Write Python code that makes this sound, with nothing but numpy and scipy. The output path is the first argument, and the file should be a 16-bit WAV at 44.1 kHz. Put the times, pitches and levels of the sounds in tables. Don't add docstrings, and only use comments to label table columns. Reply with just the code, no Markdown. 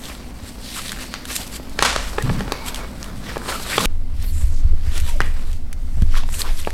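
import sys
import numpy as np
from scipy import signal
from scipy.fft import rfft, irfft
from scipy.io import wavfile
from scipy.ndimage import uniform_filter1d

SR = 44100
rng = np.random.default_rng(int(sys.argv[2]) if len(sys.argv) > 2 else 0)


def dump(signal):
    limited = np.clip(np.atleast_2d(signal).T, -1, 1)
    pcm = np.round(limited * 32767).astype(np.int16)
    wavfile.write(sys.argv[1], SR, pcm)


N = 296793
TIME = np.arange(N) / SR
CUT_S = 3.859


def amp(db):
    return 10 ** (np.asarray(db) / 20)


def unit(x):
    return x / np.sqrt(np.mean(x ** 2) + 1e-20)


def read(points, hz):
    f, value = np.transpose(points)
    return np.interp(np.log(hz + 1), np.log(f), value)


def levels(rows):
    s, *columns = np.transpose(rows)
    inside = 1. * ((TIME > s[0] - .022) & (TIME < s[-1] + .022))
    inside = uniform_filter1d(inside, size=600)
    return [inside * amp(np.interp(TIME, s, db)) for db in columns]


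def add(mix, s, sound):
    part = mix[max(round(s * SR), 0):][:len(sound)]
    part += sound[:len(part)]


def coloured(x, points):
    gain = amp(read(points, np.fft.rfftfreq(len(x), 1 / SR)))
    return unit(irfft(rfft(x) * gain, len(x)))


def noise(points):
    return coloured(rng.standard_normal(N), points)


def ring(t, hz, t60, build_cycles=.5):
    t = np.maximum(t, 0)
    build_up = 1 - np.exp(-t * hz / build_cycles)
    return np.sin(2 * np.pi * hz * t) * amp(-60 * t / t60) * build_up


def crack(t, decay_s, low_hz, high_hz, grit):
    burst = grit * rng.standard_normal(len(t)) * np.exp(-t / decay_s)
    burst[8] += 1
    band = [low_hz, min(high_hz, .45 * SR)]
    return unit(signal.sosfilt(signal.butter(2, band, "band", fs=SR, output="sos"), burst))


def swell(s, rise, fall):
    drop_db, shape = 10.5, 0.96
    away = np.maximum((s - TIME) / rise, (TIME - s) / fall)
    gain, near = np.zeros(N), (away >= 0) & (away < 4)
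    gain[near] = amp(-drop_db * away[near] ** shape)
    return gain


# (frequency [Hz], t60 [s])
ROOM_DECAY = [(200, 0.5), (1000, 0.34), (2500, 0.5), (5000, 0.5), (10000, 0), (16000, 1.4)]
# (frequency [Hz], level [dB])
ROOM_SPECTRUM = [(150, 5), (500, -7.5), (1050, -3.5), (1450, -14), (1900, -0.5), (2400, 0), (3100, -6.5),
                 (4500, -0.5), (9000, 0), (16000, -5)]


def room(x):
    taps = rng.standard_normal(SR) * (np.arange(SR) > .006 * SR)
    hz, t, z = signal.stft(taps, SR, nperseg=256)
    early = 1 + 1.8 * np.exp(-t / 0.0044)
    decay_db = 60 * t / read(ROOM_DECAY, hz)[:, None]
    z = z * early * amp(read(ROOM_SPECTRUM, hz)[:, None] - decay_db)
    tail = signal.istft(z, SR, nperseg=256)[1]
    return signal.fftconvolve(x, tail / np.linalg.norm(tail))[:N]


# (time [s], direct peak level [dB], smack pitch [Hz], hollow ring re smack [dB],
# crack re smack [dB], time to roll flat [s], top of the crack, at least 2500 [Hz])
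SOLE_SLAPS = [(1.1399, -6.5, 1470, -33, -1.5, 0.00065, 7540), (1.5984, -21.5, 610, -4, -18, 0.0017, 4000),
              (1.7898, -8, 1910, -18, -3, 0.00075, 8000), (1.7914, -0.5, 1740, -1.5, -3, 0.0013, 5000),
              (1.8244, 9, 1150, -9, -2.5, 0.001, 8200), (1.9618, -2.5, 1400, -21, -4, 0.00049, 7500),
              (1.9630, -10, 640, -3, -18, 0.00092, 3470), (2.1827, -5.5, 1540, 5.5, -7, 0.00086, 4000),
              (2.185, -3.5, 1240, 2, -11, 0.0022, 4260), (2.295, -15, 1700, -15, -7, 0.003, 4000),
              (2.299, -9, 1080, 15, -11, 0.0012, 4500), (2.407, -8.5, 1380, 3.5, -6, 0.0016, 5640),
              (2.479, -14.5, 1120, 6, -8, 0.0014, 5100), (2.5211, -2, 1100, 7.5, 5.5, 0.00037, 10000),
              (3.36, -13.5, 1030, -3, -21, 0.001, 4000), (3.3686, -10.5, 603, 8, -15, 0.0011, 4030),
              (3.489, -19, 810, -5, -18, 0.0026, 5000), (3.599, -17.5, 940, 9, 1, 0.0033, 7000),
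              (3.7804, 4, 1120, 5, 2.5, 0.0017, 4480), (5.2045, 4, 1540, -12, -13.5, 0.00051, 4500),
              (5.972, -32, 700, -8, -22, 0.0011, 3500), (5.985, -32, 620, -14, -22, 0.0017, 3500),
              (6.0223, -25, 404, -6, -3, 0.0027, 3530), (6.205, -28, 770, -18, 0, 0.0023, 4000),
              (6.235, -21, 970, -25, -4, 0.0029, 4030), (6.2897, -17.5, 1110, -18, -9, 0.0011, 4500),
              (6.6732, -7.5, 710, 4, -19, .0007, 3520)]
# (frequency [Hz], level [dB], t60 [s])
SOLE_MODES = [(453, 5, 0.032), (592, 15.5, 0.01), (830, 12, 0.014), (1110, 8.5, 0.013), (1660, 3, 0.018),
              (2310, -2, 0.014)]
# (delay [s], level re direct [dB])
FURNITURE_ECHOES = [(.0055, -25), (.013, -28)]


def slaps(rows):
    landings = ((0, 1), (.42, .45), (1, 0.18))
    t, out = np.arange(2000) / SR, np.zeros(N)
    for s, db, hz, ring_db, crack_db, roll, top_hz in rows:
        smack = unit(sum(force * ring(t - lag * roll, hz, 5.15 / hz) for lag, force in landings))
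        sole = unit(sum(amp(mode_db) * ring(t, f, t60) for f, mode_db, t60 in SOLE_MODES))
        edge = crack(t, decay_s=0.0017 + 0.46 * roll, low_hz=1870, high_hz=max(top_hz, 2500), grit=0.21)
        hit = smack + amp(ring_db) * sole + amp(crack_db) * edge
        add(out, s, amp(db) * hit / abs(hit).max())
    echoes = np.zeros(N)
    for delay, db in FURNITURE_ECHOES:
        add(echoes, delay, amp(db) * out)
    return out + echoes + amp(-8.5) * room(out)


# (time [s], direct peak level [dB], pitch [Hz], crack re ring [dB], t60 of the ring [cycles])
SMALL_TICKS = [(0.038, -22, 3600, -6, 8), (.055, -20, 3900, -4, 7.1), (0.403, -35, 4500, -5, 8),
               (.483, -24, 3480, 1, 7.2), (0.491, -26, 5000, 8, 8), (.573, -39, 4000, 3, 8),
               (.767, -16, 2790, -7, 6.8), (.882, -14, 3740, -8, 6.8), (0.894, -11.5, 3830, -10, 6.6),
               (0.919, -12.5, 1610, 3, 7.9), (0.929, -17, 1660, -7, 6.5), (.963, -24, 1900, -5, 5.7),
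               (.973, -23, 1650, -9, 6), (.988, -22, 1500, -5, 3.9), (1.041, -22, 900, -2, 4),
               (1.2540, -14, 1570, 5, 8.7), (1.356, -11, 7000, 0, 7.8), (1.3632, -3.5, 3560, 5, 16),
               (1.415, -17, 3000, 0, 6), (1.467, -25, 7500, 9, 7.3), (1.476, -23, 4050, 8, 8.7),
               (1.696, -27, 4000, 4, 8), (1.8126, -20.5, 5550, 7, 8), (1.835, -11, 6000, 4, 8),
               (1.8505, -8, 2300, 0, 6), (1.86, -5, 1300, -2, 6), (1.867, -9, 2700, -4, 6),
               (1.8925, -15, 2520, -4, 8), (2.028, -22, 6000, 2, 8), (2.224, -15, 4200, 25, 8),
               (2.394, -21, 3300, 7, 8), (2.662, -20, 4500, 5, 8), (2.685, -21, 4200, -2, 5.2),
               (2.7454, -12, 3320, 0.5, 13), (2.759, -14.5, 3060, -1, 13), (3.029, -14.5, 5700, -6, 6.6),
               (3.043, -18.5, 2900, 3, 10.3), (3.379, -22, 8000, 7, 5.5), (3.417, -22, 1490, -16, 7.2),
               (3.768, -9.5, 7000, 11, 8), (3.794, -11, 7800, -8, 9.3), (3.8564, -3, 2620, -1, 9.3),
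               (4.2255, -23, 4500, 2, 4.1), (4.9782, -13, 7500, 5, 9), (5.001, -14, 2440, 13, 8),
               (5.009, -20, 11500, 4, 8), (5.2085, -17, 1880, -15, 16), (5.2158, -15, 2890, -7, 17),
               (5.2185, -20, 1850, -10, 15), (5.515, -29, 5000, 2, 8), (5.5306, -23.5, 2950, 5, 8),
               (5.7290, -17.5, 1820, 8, 5.3), (6.021, -20, 1530, 4, 9.6), (6.1431, -20, 1320, -21, 8.4),
               (6.154, -16.5, 1700, -17, 5.3), (6.183, -18, 1500, -4, 6), (6.324, -27, 7040, 11, 6.7),
               (6.342, -16.5, 2640, -8, 7.3), (6.418, -6, 4250, -10, 11), (6.575, -24, 5800, -9, 12),
               (6.615, -26, 5900, -7, 12), (6.6494, -17, 2710, -14, 7.7), (6.7053, -17.5, 1840, -1, 9.5)]


def ticks(rows):
    t, out = np.arange(800) / SR, np.zeros(N)
    for s, db, hz, crack_db, cycles in rows:
        tone = unit(ring(t, hz, cycles / hz, build_cycles=0.13 * cycles))
        contact = crack(t, decay_s=0.003, low_hz=1720, high_hz=10600, grit=0.18)
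        tick = tone + amp(crack_db) * contact
        add(out, s, amp(db) * tick / abs(tick).max())
    return out + amp(-20.0) * room(out)


# (time [s], direct peak level [dB], pitch [Hz], t60 of the swing [cycles])
DULL_BUMPS = [(0.427, -26.5, 70, 5.9), (2.235, -13, 122, 18), (2.29, -14, 104, 8.4), (2.308, -17, 162, 18),
              (2.415, -21, 188, 19), (4.146, -20.5, 66, 5.9), (4.434, -8.5, 57.3, 4.6),
              (4.645, -11, 65.6, 8.4), (4.731, -31, 370, 7.3), (4.872, -12, 60.7, 7.7),
              (5.015, -17, 69, 11), (5.2046, -18, 134, 3.2), (5.972, -14.5, 79, 6), (6.021, -5, 72.3, 5),
              (6.022, -11.5, 155, 4.4), (6.318, -23, 79, 5.7), (6.67, -27, 169, 4.8)]


def thuds(rows):
    t, out = np.arange(SR // 3) / SR, np.zeros(N)
    for s, db, hz, cycles in rows:
        swing = ring(t, hz, cycles / hz)
        add(out, s, amp(db) * swing / abs(swing).max())
    return out + amp(-21.0) * room(out)


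def grains(grains_per_s, spread_db, smooth, clump_db):
    sizes = amp(spread_db * np.minimum(rng.exponential(1, N), 4)) * rng.choice([-1, 1], N)
    impulses = unit(sizes * (rng.random(N) < grains_per_s / SR))
    clumps = noise([(5, 6.0), (40, -6.0), (120, -11), (400, -59), (2000, -90)])
    return (impulses + smooth * rng.standard_normal(N)) * amp(clump_db * clumps)


# (time [s], level [dB])
BURST_LEVEL = [(1.821, -29.5), (1.828, -15), (1.844, -23.5), (1.851, -13.5), (1.862, -17.5), (1.88, -20),
               (1.92, -23.5), (1.97, -28.5), (2.08, -38.5)]
# (frequency [Hz], level [dB])
BURST_SPECTRUM = [(200, -16), (380, -11), (540, 0.5), (800, -2.5), (1100, 1.5), (1500, 0.5), (2500, -2.5),
                  (4100, -4.5), (7800, -10.5), (11000, -19.5), (16000, -45)]


def slap_burst():
    fuzz = grains(grains_per_s=2200, spread_db=4, smooth=0.92, clump_db=1.0)
    out = levels(BURST_LEVEL)[0] * coloured(fuzz, BURST_SPECTRUM)
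    return amp(1.0) * out + amp(-13.5) * room(out)


def shifting(x, patchy_db):
    z = signal.stft(x, SR, nperseg=256)[2]
    patches = uniform_filter1d(rng.standard_normal(z.shape), size=5, axis=0)
    patches = unit(uniform_filter1d(patches, size=22, axis=1))
    return signal.istft(z * amp(patchy_db * patches), SR, nperseg=256)[1][:N]


# (fastest moment [s], rise [s], fall [s],
# rustle level [dB], brushing re rustle [dB], fizz re rustle [dB])
RUB_STROKES = [(.07, 0.067, 0.14, -38, -2.5, -3.5), (.47, 0.063, 0.042, -42.5, -20, -4),
               (.78, 0.11, 0.14, -31, -22, -1.5), (.86, 0.075, 0.077, -36.5, -7, -2.5),
               (1.025, 0.078, 0.053, -34, -3.5, -2.5), (1.151, 0.1, 0.067, -37, -5, -14),
               (1.312, 0.031, 0.035, -31.5, -4.5, 1.5), (1.359, 0.019, 0.016, -27, -24, 5.5),
               (1.41, 0.091, 0.083, -32.5, -5, -0.5), (1.56, 0.032, 0.015, -30.5, -24, -0.5),
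               (2.08, 0.093, 0.24, -40.5, -5, -2), (2.34, 0.5, 0.83, -41.5, 8, -6.5),
               (2.56, 0.026, 0.081, -41, -9, -20), (2.685, 0.023, 0.013, -31, -11, 1),
               (2.76, 0.026, 0.056, -37.5, 2, -3), (3.04, 0.072, 0.078, -45.5, 4.5, 0),
               (3.295, 0.066, 0.12, -36.5, 0.5, -8), (3.496, 0.05, 0.1, -33, 5, 2),
               (3.56, 0.065, 0.1, -35, 3, -8), (3.735, 0.095, 0.097, -28.5, -0.5, -2),
               (3.85, 0.1, 0.1, -22.5, -1.5, -4), (4.228, 0.064, 0.074, -42.5, -6.5, -6),
               (4.42, 0.11, 0.11, -45, -4, 5), (4.7, 0.28, 0.35, -53.5, -6, -4.5),
               (4.976, 0.079, 0.039, -33, -2.5, -3.5), (5.085, 0.077, 0.11, -39, -5.5, -1),
               (5.24, 0.035, 0.16, -45.5, 3, -2), (5.5, 0.31, 0.095, -48, -1, -1.5),
               (5.97, 0.16, 0.21, -49.5, 0, -0.5), (6.177, 0.048, 0.03, -30.5, -8.5, -10),
               (6.345, 0.028, 0.04, -37.5, 0, 9.5), (6.408, 0.027, 0.013, -26.5, -1, 4),
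               (6.47, 0.15, 0.17, -39, -2, -6), (6.6, 0.056, 0.017, -42.5, -4, 6.5),
               (6.67, 0.094, 0.077, -39, -9, -5)]
# (frequency [Hz], level [dB])
BRUSH_SPECTRUM = [(150, -25), (320, -3), (530, 0), (770, -5), (1120, -1.5), (1500, -4), (1900, -11),
                  (3500, -35)]
RUSTLE_SPECTRUM = [(700, -33), (1300, -14), (1800, 0), (2800, 2.5), (4400, 2), (5800, -3), (9000, -24.5)]
FIZZ_SPECTRUM = [(3500, -16.5), (5800, -12), (7800, 0.5), (10000, -4), (13000, -7), (14800, -18),
                 (16000, -43)]
# (brushing [dB], rustle [dB], fizz [dB])
SEATED_STIR, HELD_STIR = (-47, -50, -53.5), (-54, -56.5, -65)
CATCHES_PER_S, CATCH_DB = 33, -18.5


def rubbing(strokes, stir_db, wet_db):
    power = amp(stir_db)[:, None] ** 2 * np.ones(N)
    for s, rise, fall, db, brush_db, fizz_db in strokes:
        stroke_gain = amp([db + brush_db, db, db + fizz_db])
        power += np.outer(stroke_gain ** 2, swell(s, rise, fall) ** 2)
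    brush, rustle, fizz = np.sqrt(power)
    coarse = grains(grains_per_s=700, spread_db=4.5, smooth=1.55, clump_db=2.6)
    fine = grains(grains_per_s=1400, spread_db=3, smooth=1.5, clump_db=2.0)
    snaps = (rng.random(N) - .5) * (rng.random(N) < CATCHES_PER_S / SR)
    catches = amp(CATCH_DB) * unit(snaps)
    out = brush * coloured(coarse + catches, BRUSH_SPECTRUM)
    out = out + rustle * coloured(unit(coarse + fine) + catches, RUSTLE_SPECTRUM)
    out = out + fizz * coloured(fine + catches, FIZZ_SPECTRUM)
    out = amp(-2.0) * shifting(out, patchy_db=1.3)
    return out + amp(wet_db) * room(out)


# (time [s], length [s], level [dB], first pitch [Hz], last pitch [Hz], bandwidth [Hz])
NARROW_BANDS = [(0.027, 0.078, -47, 3000, 4570, 1210), (.08, 0.061, -44.5, 2900, 1940, 690),
                (.6, 0.14, -42, 4260, 4280, 1830), (0.745, 0.07, -36.5, 1350, 1200, 490),
                (.95, 0.12, -46, 1500, 1990, 703), (1.05, 0.18, -49, 4450, 4350, 600),
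                (1.378, 0.052, -42, 680, 820, 250), (2.185, 0.052, -37, 1766, 1750, 170),
                (2.183, 0.88, -56, 2470, 2320, 352), (2.202, 0.63, -54, 1152, 1050, 297),
                (2.32, 0.11, -33, 200, 190, 49.7), (2.3, .64, -46.5, 920, 880, 130),
                (2.42, .52, -48.5, 2270, 2220, 110), (3.27, 0.066, -39.5, 1450, 2100, 700),
                (3.501, 0.098, -34, 1327, 1280, 149), (3.693, 0.095, -28.5, 1900, 2397, 1090),
                (3.794, 0.034, -26.5, 1153, 1057, 250), (4.202, 0.15, -46, 12100, 11600, 3000),
                (4.256, .07, -49.5, 4350, 4350, 450), (4.302, 0.17, -48, 7400, 8000, 840),
                (4.471, .18, -51, 7460, 5340, 3200), (5.068, 0.071, -43.5, 1020, 900, 110),
                (5.124, 0.077, -43.5, 734, 536, 91), (5.205, 0.087, -48, 3200, 3000, 700),
                (5.208, 0.1, -47, 1880, 1840, 298), (6.14, 0.085, -38, 1490, 948, 507),
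                (6.431, 0.051, -36, 1020, 1216, 560), (6.475, 0.05, -44, 870, 685, 200),
                (6.568, 0.054, -43.5, 3150, 3490, 700)]


def narrow_bands():
    out = np.zeros(N)
    waver = noise([(5, -0.5), (25, 0), (80, -37), (400, -100)])
    flutter = noise([(10, -5), (90, 8), (250, -40), (1000, -100)])
    for s, length, db, first_hz, last_hz, width in NARROW_BANDS:
        n, start = int(length * SR), max(int(s * SR), 0)
        span = slice(start, start + n)
        lowpass = signal.butter(2, width / 2, fs=SR, output="sos")
        fuzz = signal.sosfilt(lowpass, rng.standard_normal((2, n)))
        hz = np.geomspace(first_hz, last_hz, n) + 0.14 * width * waver[span]
        carrier = np.exp(2j * np.pi * np.cumsum(hz) / SR)
        tone = ((fuzz[0] + 1j * fuzz[1]) * carrier).real
        tone = tone * amp(1.7 * flutter[span])
        add(out, s, amp(db) * unit(tone * signal.windows.tukey(n, .8)))
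    return out


# (peak time [s], rise [s], fall [s], level [dB])
WEIGHT_BOOMS = [(2.29, 0.053, 0.18, -23.5), (3.15, 0.21, 0.35, -34), (3.8, 0.03, 0.15, -25),
                (6.025, 0.0075, 0.016, -30)]
# (frequency [Hz], level [dB])
BOOM_SPECTRUM = [(60, -33), (110, 2), (140, -1.5), (210, -3), (290, -9), (600, -66)]


def booms(rows):
    gain = sum(amp(db) * swell(s, rise, fall) for s, rise, fall, db in rows)
    return noise(BOOM_SPECTRUM) * gain


# (time [s], slow sway level [dB], rumble level [dB])
HELD_MOTION = [(3.87, -10.5, -34), (3.96, -11.5, -33), (4.21, -16, -27.5), (4.76, -4, -25),
               (4.8, -12.5, -28.5), (5.14, -7, -25.5), (5.8, -16.5, -32.5), (6.04, -9, -20.5),
               (6.15, -2.5, -29.5), (6.39, -19, -29.5), (6.51, -7, -32.5), (6.73, -19.5, -32)]


def sway():
    wander = noise([(3, 0), (14, -1), (30, -12.0), (100, -29), (400, -120)])
    hz = 16 * amp(2.7 * wander)
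    return amp(-1.5) * levels(HELD_MOTION)[0] * np.sin(2 * np.pi * np.cumsum(hz) / SR)


# (frequency [Hz], level [dB])
HAND_SPECTRUM = [(20, -1), (30, -8.5), (42, -4.5), (60, -3.5), (80, 1.5), (96, -20), (140, -21.5),
                 (300, -32.5), (700, -102)]


def hand_rumble():
    return amp(3.0) * levels(HELD_MOTION)[1] * noise(HAND_SPECTRUM)


# (frequency [Hz], level [dB])
STAND_SPECTRUM = [(9, -2), (15, 8.5), (27, -13), (40, -1), (58, 0), (80, -15), (110, -21), (150, -53),
                  (240, -75)]
STAND_DB, JOSTLE = -37.5, (2, 0.3, 1.9, -25.5)


def stand_rumble():
    s, rise, fall, db = JOSTLE
    gain = np.hypot(amp(STAND_DB), amp(db) * swell(s, rise, fall))
    return gain * noise(STAND_SPECTRUM)


# (frequency [Hz], level [dB])
DRONE_SPECTRUM = [(60, 3.5), (110, -1.5), (160, -4), (200, 1), (225, -1.5), (247, 6.5), (270, -2),
                  (300, -4.5), (400, -12), (800, -14.5), (2000, -40)]


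def drone(db):
    return amp(db) * noise(DRONE_SPECTRUM)


# (frequency [Hz], level [dB])
HISS_SPECTRUM = [(180, -9), (300, -6), (450, -10), (750, -3.5), (1200, -39), (1700, -36), (2080, -2),
                 (2400, -42), (8000, -18.5), (16000, -26)]


def hiss():
    return amp(-58.5) * noise(HISS_SPECTRUM)


def before_cut(rows):
    return [row for row in rows if row[0] < CUT_S]


def after_cut(rows):
    return [row for row in rows if row[0] >= CUT_S]


def scene():
    seated = rubbing(before_cut(RUB_STROKES), stir_db=SEATED_STIR, wet_db=-10.5)
    seated = seated + slap_burst() + booms(before_cut(WEIGHT_BOOMS)) + stand_rumble() + drone(db=-36.5)
    held = rubbing(after_cut(RUB_STROKES), stir_db=HELD_STIR, wet_db=-13.0)
    held = held + booms(after_cut(WEIGHT_BOOMS)) + sway() + hand_rumble() + drone(db=-43)
    for source, table in ((slaps, SOLE_SLAPS), (ticks, SMALL_TICKS), (thuds, DULL_BUMPS)):
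        seated = seated + source(before_cut(table))
        held = held + source(after_cut(table))
    after = uniform_filter1d(1. * (TIME > CUT_S), size=60)
    mix = (1 - after) * seated + after * held
    return (mix + narrow_bands() + hiss())[None]


def record(dry):
    lowpass = signal.firwin(801, 16500, window=("kaiser", 8), fs=SR)
    return signal.oaconvolve(np.clip(dry, -1, 1), lowpass[None], "same")


dry = scene()
out = record(dry)
dump(out)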